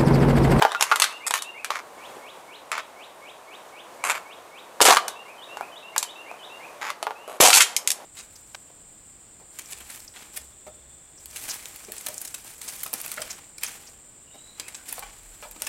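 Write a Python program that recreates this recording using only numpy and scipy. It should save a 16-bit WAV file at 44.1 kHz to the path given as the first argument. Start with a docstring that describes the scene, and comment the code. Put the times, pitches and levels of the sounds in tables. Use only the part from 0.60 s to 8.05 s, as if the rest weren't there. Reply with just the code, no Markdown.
"""Cans crushed on a patio

A boot kicks, scrapes and stamps flat empty aluminium cans on concrete. Each buckle of the thin wall is
a hollow pop, a crack and a bright tick; a stamp runs many together, rising in pitch as the can shortens.
Whole cans clunk and ring as they rock on the slab; a flattened one clinks. The surroundings echo a
little, and two songbirds whistle over the hush of the yard."""
import sys
import numpy as np
from scipy import signal
from scipy.fft import rfft, irfft
from scipy.io import wavfile
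from scipy.ndimage import uniform_filter1d, minimum_filter1d

SR = 44100
rng = np.random.default_rng(int(sys.argv[2]) if len(sys.argv) > 2 else 0)


def bounce(signal):
    """Save signal as a 16-bit WAV file at the path given by the first command-line argument."""
    frames = np.transpose(np.atleast_2d(signal))
    limited = np.clip(frames, -1, 1)
    pcm = np.round(limited * 32767).astype(np.int16)
    wavfile.write(sys.argv[1], SR, pcm)


N = 328545
ATTACK_SAMPLES = 265  # a blow's level is set over this span

# pop spectrum: pitch_ratio, gain_db
POP_SPECTRUM = [(.1, -56.5), (.45, -15.5), (.78, -3), (1, 3.5), (1.251, -3), (1.9, -9), (3.2, -35)]
# crack spectrum of a crease: freq_hz, gain_db
CRACK_SPECTRUM = [(300, -37), (1650, 1), (2150, 5.5), (2900, 6.5), (4500, 3.5), (6500, -5.5), (16000, -75)]
# tick spectrum of its sharp edge: freq_hz, gain_db
TICK_SPECTRUM = [(500, -75), (3800, -4), (5400, -3.5), (7500, 1), (9000, -2), (10500, -3), (14000, -12),
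                 (15500, -35.5)]


def amp(db):
    """Decibels to gain."""
    return 10 ** (np.asarray(db) / 20)


def unit_rms(x):
    """Each row scaled to rms 1."""
    return x / np.sqrt(np.mean(x ** 2, axis=-1, keepdims=True) + 1e-20)


def log_lookup(points, freq):
    """Table value on a log frequency axis."""
    freqs, values = np.transpose(points)
    return np.interp(np.log(freq + 1e-6), np.log(freqs), values)


def add(mix, start_s, sound):
    """Mix a sound in, cut at the end of the mix."""
    part = mix[max(round(start_s * SR), 0):][:len(sound)]
    part += sound[:len(part)]


def colour(x, spectrum, unit_hz=1, size=2048):
    """Minimum-phase filter: sharp attack, ringing after it."""
    freq_hz = abs(np.fft.fftfreq(size, 1 / SR))
    log_gain = np.log(amp(log_lookup(spectrum, freq_hz / unit_hz)))
    response = np.fft.ifft(np.exp(np.conj(signal.hilbert(log_gain)))).real
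    return signal.fftconvolve(x, response)[:len(x)]


def ringing(modes, unit_hz=1, samples=SR // 4):
    """Struck modes, each with its own decay."""
    t = np.arange(samples) / SR
    return sum(amp(db - 60 * t / t60_s) * np.cos(2 * np.pi * unit_hz * freq * t)
               for freq, db, t60_s in modes)


def jolt(decay_s, rattle_db, rattle_s, size=4096):
    """One impulse, a quick shiver of the wall and a weak lingering rattle."""
    t = np.arange(size) / SR
    envelope = np.exp(-t / decay_s) + amp(rattle_db) * np.exp(-t / rattle_s)
    return rng.standard_normal(size) * envelope + 3 * (t == 0)


def slip_train(samples, rate_hz, spread_db):
    """Unevenly spaced impulses, most small, a few large; then 50 ms of silence."""
    jitter, chance, side = rng.random((3, 60))
    at = ((np.arange(len(jitter)) + jitter) / rate_hz * SR).astype(int)
    heights = amp(-spread_db * np.log(chance + .05)) * np.sign(side - .5)
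    slips = np.zeros(samples + SR // 20)
    slips[at[at < samples]] = heights[at < samples]
    return slips


def reflect(x, echo_db=-10, decay_s=0.013, count=60):
    """Sound plus early reflections off nearby surfaces, new for each event."""
    delay_s = rng.uniform(.003, .04, count)
    taps = np.zeros(SR // 20)
    taps[(delay_s * SR).astype(int)] = rng.choice([-1, 1], count) * np.exp(-delay_s / decay_s)
    taps *= amp(echo_db) / np.linalg.norm(taps)
    taps[0] = 1
    return signal.fftconvolve(x, taps)


def hush(level_db=-46, drift_db=1.17):
    """Distant outdoor noise, drifting gently in level."""
    # noise spectrum: freq_hz, density_db
    density = [(20, -50), (30, -27), (170, -15), (584, 0), (1100, -1.5), (1280, -7), (1960, -12),
               (3140, -17.5), (5310, -22), (8080, -19.5), (15000, -29.5)]
    spectrum = rfft(rng.standard_normal(N)) * amp(log_lookup(density, np.fft.rfftfreq(N, 1 / SR)))
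    t = np.arange(N) / SR
    drift = sum(np.sin(2 * np.pi * (hz * t + rng.random())) / np.sqrt(hz)
                for hz in np.geomspace(.5, 10, 12))
    return amp(level_db + drift_db * unit_rms(drift)) * unit_rms(irfft(spectrum, N))


def scrapes(bite_s=0.0039, ease_db=-6):
    """A rim catches on grit and sets the can humming; the sole bites, then eases."""
    # strokes of the sole: start_s, length_s, pitch_hz, hum_db, tick_db
    strokes = [(0.004, 0.16, 910, -39.5, -54), (0.195, 0.34, 1120, -40, -48.5),
               (0.663, 0.019, 1080, -41.5, -34.5), (0.744, 0.048, 1190, -39.5, -39.5),
               (1.111, 0.092, 1130, -40, -53.5), (2.121, 0.085, 1160, -36.5, -61),
               (3.435, 0.081, 1240, -32.5, -38), (3.491, 0.034, 1230, -31.5, -36),
               (3.521, 0.062, 1270, -37.5, -50), (6.212, 0.093, 1160, -35.5, -51.5),
               (6.675, 0.096, 620, -44, -55)]
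    # grating can spectrum: pitch_ratio, gain_db
    hum_spectrum = [(.1, -47), (.45, -15.5), (1, -1), (1.45, -8.5), (1.85, -4), (2.6, -17), (6, -19),
                    (12, -49)]
    out = np.zeros(N)
    for start_s, length_s, pitch_hz, hum_db, tick_db in strokes:
        slips = sum(slip_train(round(length_s * SR), rate_hz=120, spread_db=3.5) for _ in range(4))
        t = np.arange(len(slips)) / SR
        grit = signal.fftconvolve(slips, jolt(.0007, -20, .007))[:len(t)]
        parts = np.array([colour(slips, hum_spectrum, pitch_hz), colour(grit, TICK_SPECTRUM)])
        parts = unit_rms(parts) * np.sqrt(t[-1] / length_s)
        pressure = np.minimum(t / bite_s, 1) * amp(ease_db * (np.minimum(t / length_s, 1) - .5))
        add(out, start_s, reflect(amp([hum_db, tick_db]) @ parts * pressure))
    return out


def knocks():
    """A whole can rocks on the slab: a blunt clunk, and the shell rings on."""
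    # contacts: start_s, pitch_hz, level_db
    contacts = [(0.014, 700, -19), (0.051, 850, -2), (0.1489, 1390, -10.5), (0.315, 1330, -4.5),
                (0.3231, 1376, -2.5), (6.4687, 978, -11.5), (6.5078, 950, -18.5)]
    # clunk spectrum: pitch_ratio, gain_db
    clunk_spectrum = [(.15, -49), (.55, -11.5), (1, -1), (1.3, -12), (2.2, -15.5), (9, -38.5)]
    # shell modes: freq_hz, level_db, t60_s
    shell_modes = [(434, -41, 0.17), (846, -38.5, 0.028), (1190, -41, 0.064), (1410, -38, 0.077)]
    out, blow = np.zeros(N), ringing(shell_modes)
    blow[0] += 1
    for start_s, pitch_hz, level_db in contacts:
        clunk = colour(blow, clunk_spectrum, pitch_hz)
        add(out, start_s, reflect(amp(level_db) * clunk / abs(clunk).max(), echo_db=-5))
    return out


def pop(drive, pitch_hz):
    """The hollow body answers a jolt with a blunt pop; its modes ring on."""
    # body modes: pitch_ratio, level_db, t60_s
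    body_modes = [(0.528, -22, 0.048), (0.998, -25, 0.073), (1.681, -23, 0.12)]
    ring = ringing(body_modes, pitch_hz, SR // 10)
    blunt = colour(signal.unit_impulse(len(ring)), POP_SPECTRUM, pitch_hz)
    return signal.fftconvolve(drive, blunt / abs(blunt).max() + ring)[:len(drive)]


def buckle_gains(pop_db, tick_db, crack_growth=1.196):
    """Gains of pop, crack and tick; the crack grows with the other two."""
    crack_db = 3.5 + crack_growth * (pop_db + tick_db) / 2
    return amp([pop_db, crack_db, tick_db])


def stutter(x, lead_s, slip_db=-16, count=6):
    """A dent gives in steps: small slips around a main one at lead_s."""
    slips = np.zeros(SR // 30)
    slips[rng.integers(0, len(slips), count)] = amp(slip_db) * rng.standard_normal(count)
    slips[int(lead_s * SR)] = 1
    return signal.fftconvolve(x, slips)[:len(x)]


def buckles(lead_s=.005):
    """Each buckle pops the body, cracks a crease and ticks at its edge."""
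    # single buckles: start_s, pitch_hz, pop_db, tick_db
    dents = [(0.023, 858, -7, -28), (0.119, 1150, -26.5, -36), (0.2099, 860, -21.5, -20.5),
             (0.2248, 910, -20.5, -16), (0.3176, 1247, -17.5, -36), (0.359, 1190, -24, -24),
             (0.3997, 980, -24.5, -17.5), (0.42, 1193, -14, -12), (0.4413, 1576, -21.5, -21),
             (0.7086, 976, -22.5, -25.5), (0.7393, 1064, -19.5, -23.5), (0.822, 1110, -38.5, -28.5),
             (1.0458, 1400, -28.5, -29), (1.105, 1153, -20, -34), (1.1571, 1290, -26.5, -44),
             (1.5681, 410, -38.5, -86), (2.117, 1305, -24.5, -30.5), (2.18, 1290, -26, -42),
             (4.2049, 985, -13.5, -34), (4.214, 710, -9.5, -12), (4.2524, 1240, -19, -18),
             (4.2875, 795, -8, -28), (4.305, 1013, -10, -19), (4.326, 1120, -15, -26),
             (4.37, 1186, -11.5, -24.5), (4.481, 900, -33.5, -26), (4.971, 856, -30.5, -45),
             (5.0098, 804, -26, -66), (5.363, 967, -22, -38), (5.38, 880, -41, -16),
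             (5.4283, 980, -31.5, -24), (5.714, 696, -33, -81), (6.303, 1204, -25.5, -37),
             (6.428, 736, -25.5, -32.5), (6.8055, 1100, -10, -18), (6.9035, 1390, -18, -14.5),
             (6.93, 2640, -8, -15), (7.006, 1900, -10.5, -17)]
    out = np.zeros(N)
    for start_s, pitch_hz, pop_db, tick_db in dents:
        parts = np.array([pop(jolt(.0001, -33.5, .0087), pitch_hz),
                          colour(jolt(.0022, -17, .028), CRACK_SPECTRUM),
                          colour(jolt(.0018, -14, .015), TICK_SPECTRUM)])
        gains = buckle_gains(pop_db, tick_db) / parts[:, :ATTACK_SAMPLES].std(axis=1)
        body, crack, tick = gains[:, None] * parts
        add(out, start_s - lead_s, reflect(stutter(body, lead_s)))
        add(out, start_s, reflect(crack + tick))
    return out


def bird_note(name, top_hz=None, waver=0.009):
    """A near-pure gliding whistle that swells or fades; top_hz overrides its end pitch."""
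    # glides by name: length_s, first_hz, last_hz, bend_exponent, swell_db
    glides = {"sweep": (.092, 2200, 4200, 3.2, 7), "hold": (.045, 3110, 2940, 1, 1),
              "flick": (.026, 3000, 3880, .6, 5), "tea": (.07, 2610, 2830, .7, 3),
              "lift": (.062, 2040, 2620, 1, 10), "slide": (.13, 2530, 3040, 1, -4)}
    length_s, first_hz, last_hz, bend, swell_db = glides[name]
    progress = np.linspace(0, 1, round(length_s * SR))
    pitch_hz = first_hz + ((top_hz or last_hz) - first_hz) * progress ** bend
    pitch_hz *= 1 + waver * unit_rms(uniform_filter1d(rng.standard_normal(len(progress)), size=150))
    whistle = np.sqrt(2) * np.sin(2 * np.pi * np.cumsum(pitch_hz) / SR)
    envelope = amp(swell_db * (progress - 1)) * signal.windows.tukey(len(progress), 0.15)
    return reflect(envelope * whistle, echo_db=-6, decay_s=0.035)


def birds(sweep_db=-51.5):
    """One bird rolls a short phrase, the other repeats rising sweeps; one faint call follows."""
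    # lone call: start_s, note_name, level_db
    calls = [(6.548, "slide", -61)]
    # rising sweeps: start_s, top_hz
    sweeps = [(1.375, 4010), (1.618, 4240), (1.873, 4540), (2.115, 4100), (2.359, 4270), (2.617, 4080),
              (2.87, 4230), (3.121, 4000), (3.39, 3900), (3.65, 4150), (3.91, 4180)]
    # repeats of the phrase: start_s, level_db
    repeats = [(0.059, -42), (0.396, -42), (0.735, -42), (4.446, -47.5), (4.779, -45.5), (5.117, -45.5),
               (5.447, -44.5), (5.789, -45.5)]
    # notes of the phrase: offset_s, note_name, gain_db
    phrase = [(0, "hold", -9), (.04, "flick", -2), (0.107, "tea", -4.5), (0.207, "lift", -2.5)]
    out = np.zeros(N)
    for start_s, name, level_db in calls:
        add(out, start_s, amp(level_db) * bird_note(name))
    for start_s, top_hz in sweeps:
        add(out, start_s, amp(sweep_db) * bird_note("sweep", top_hz))
    for start_s, level_db in repeats:
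        for offset_s, name, gain_db in phrase:
            add(out, start_s + offset_s, amp(level_db + gain_db) * bird_note(name))
    return out


def thumps():
    """The boot's weight lands through the can."""
    # landings: start_s, pitch_hz, level_db
    landings = [(4.213, 420, -11), (6.802, 390, -13.5)]
    out = np.zeros(N)
    for start_s, pitch_hz, level_db in landings:
        thump = colour(jolt(.00019, -25.5, .0034), POP_SPECTRUM, pitch_hz)
        add(out, start_s, amp(level_db) * thump / thump[:ATTACK_SAMPLES].std())
    return out


def crunch(length_s, pitch_hz, scatter=.22, patches=4):
    """Wall patches fold at once, each at its own pitch. Equal-power rows: pops, cracks, ticks."""
    samples, parts = round(length_s * SR), 0
    for _ in range(patches):
        slips = slip_train(samples, rate_hz=110, spread_db=5)
        dull = signal.fftconvolve(slips, jolt(.0002, -34, .006))[:len(slips)]
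        sharp = signal.fftconvolve(slips, jolt(.0009, -20, .007))[:len(slips)]
        pops = pop(dull, pitch_hz * np.exp(scatter * rng.standard_normal()))
        parts = parts + np.array([pops, colour(sharp, CRACK_SPECTRUM), colour(sharp, TICK_SPECTRUM)])
    return unit_rms(parts) * np.sqrt(len(slips) / samples)


def ring_folds(drive, ring_db=0):
    """Sound plus the ring it excites in a flattened can's stiff folds."""
    # fold modes: freq_hz, level_db, t60_s
    fold_modes = [(2420, -48, 0.027), (4610, -51, .04), (5270, -46, 0.05), (6470, -41, 0.063)]
    return drive + amp(ring_db) * signal.fftconvolve(drive, ringing(fold_modes))[:len(drive)]


def stamps(tall_hz=620, rise_octaves_per_s=6.57, stage_s=0.023, pop_trim_db=-4.5, tick_trim_db=-2.5):
    """The can collapses in stages under the boot; its shrinking body pops ever higher."""
    # level curve of each stamp: time_s, pop_db, tick_db
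    curves = [
        [(4.213, -20, -11), (4.217, -24, -16), (4.241, -38.5, -34), (4.259, -19.5, -20), (4.327, -21.5, -35),
         (4.345, -29, -37), (4.368, -32, -36)],
        [(6.803, -13, -33), (6.809, -29, -5), (6.819, -29, -30), (6.829, -19.5, -19), (6.865, -17.5, -17.5),
         (6.925, -36.5, -35.5), (6.931, -41, -24), (6.977, -19, -10.5), (6.995, -39, -46), (7.002, -36, -32),
         (7.009, -16, -14), (7.019, -23.5, -20)],
    ]
    # fold ring of each can: gain_db
    rings_db = [-10.5, 1]
    out = np.zeros(N)
    for curve, ring_db in zip(curves, rings_db):
        time_s, pop_db, tick_db = np.transpose(curve)
        stages = round((time_s[-1] - time_s[0]) / stage_s)
        edges_s = np.linspace(time_s[0], time_s[-1], stages + 1)
        for start_s, end_s in zip(edges_s, edges_s[1:]):
            pitch_hz = tall_hz * 2 ** (rise_octaves_per_s * (start_s - time_s[0]))
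            parts = crunch(end_s - start_s, pitch_hz)
            t = start_s + np.arange(parts.shape[1]) / SR
            gains = buckle_gains(np.interp(t, time_s, pop_db) + pop_trim_db,
                                 np.interp(t, time_s, tick_db) + tick_trim_db)
            add(out, start_s, reflect(ring_folds((gains * parts).sum(axis=0), ring_db)))
    return out


def clinks():
    """The flattened can slaps the slab and clatters as the boot lifts."""
    # contacts: start_s, level_db
    contacts = [(7.0217, -8), (7.165, -14.5), (7.2749, -13.5), (7.304, -17.5), (7.3167, -20.5)]
    out = np.zeros(N)
    for start_s, level_db in contacts:
        blow = jolt(.0016, -19.5, .017)
        clink = ring_folds(colour(blow, TICK_SPECTRUM) + amp(-10.5) * colour(blow, CRACK_SPECTRUM))
        add(out, start_s, reflect(amp(level_db) * clink / clink[:ATTACK_SAMPLES].std()))
    return out


def patio_echo(x, rise_s):
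    """Scattered echoes from wall and garden; treble dies first."""
    # decay times: freq_hz, t60_s
    decays = [(700, 0.75), (1800, 0.45), (4500, 0.39), (15000, 0.29)]
    freq_hz, t, noise = signal.stft(rng.standard_normal(SR), SR, nperseg=256)
    envelope = amp(-60 * t / log_lookup(decays, freq_hz)[:, None]) * (1 - np.exp(-t / rise_s))
    tail = signal.istft(noise * envelope, SR, nperseg=256)[1]
    return signal.fftconvolve(x, tail / np.linalg.norm(tail))[:N]


def scene(bass_edge_hz=120):
    """Cans close by, birds far off, yard hush; mono."""
    cans = buckles() + thumps() + knocks() + clinks() + scrapes() + stamps()
    # thin cans radiate little bass
    cans = signal.sosfilt(signal.butter(2, bass_edge_hz, "high", fs=SR, output="sos"), cans)
    song = birds()
    near = cans + amp(-17.5) * patio_echo(cans, rise_s=0.0016)
    far = amp(5) * (song + .55 * patio_echo(song, rise_s=0.01))
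    return (near + far + hush())[None]


def record(dry, ceiling=.84, window_samples=45, cutoff_hz=15550):
    """Fast peak limiter, then low-pass."""
    needed_gain = ceiling / np.maximum(abs(dry), ceiling)
    gain = uniform_filter1d(minimum_filter1d(needed_gain, window_samples), window_samples)
    lowpass = signal.firwin(255, cutoff_hz, window=("kaiser", 9), fs=SR)
    return signal.oaconvolve(dry * gain, lowpass[None], "same")


dry = scene()
out = record(dry)
bounce(out)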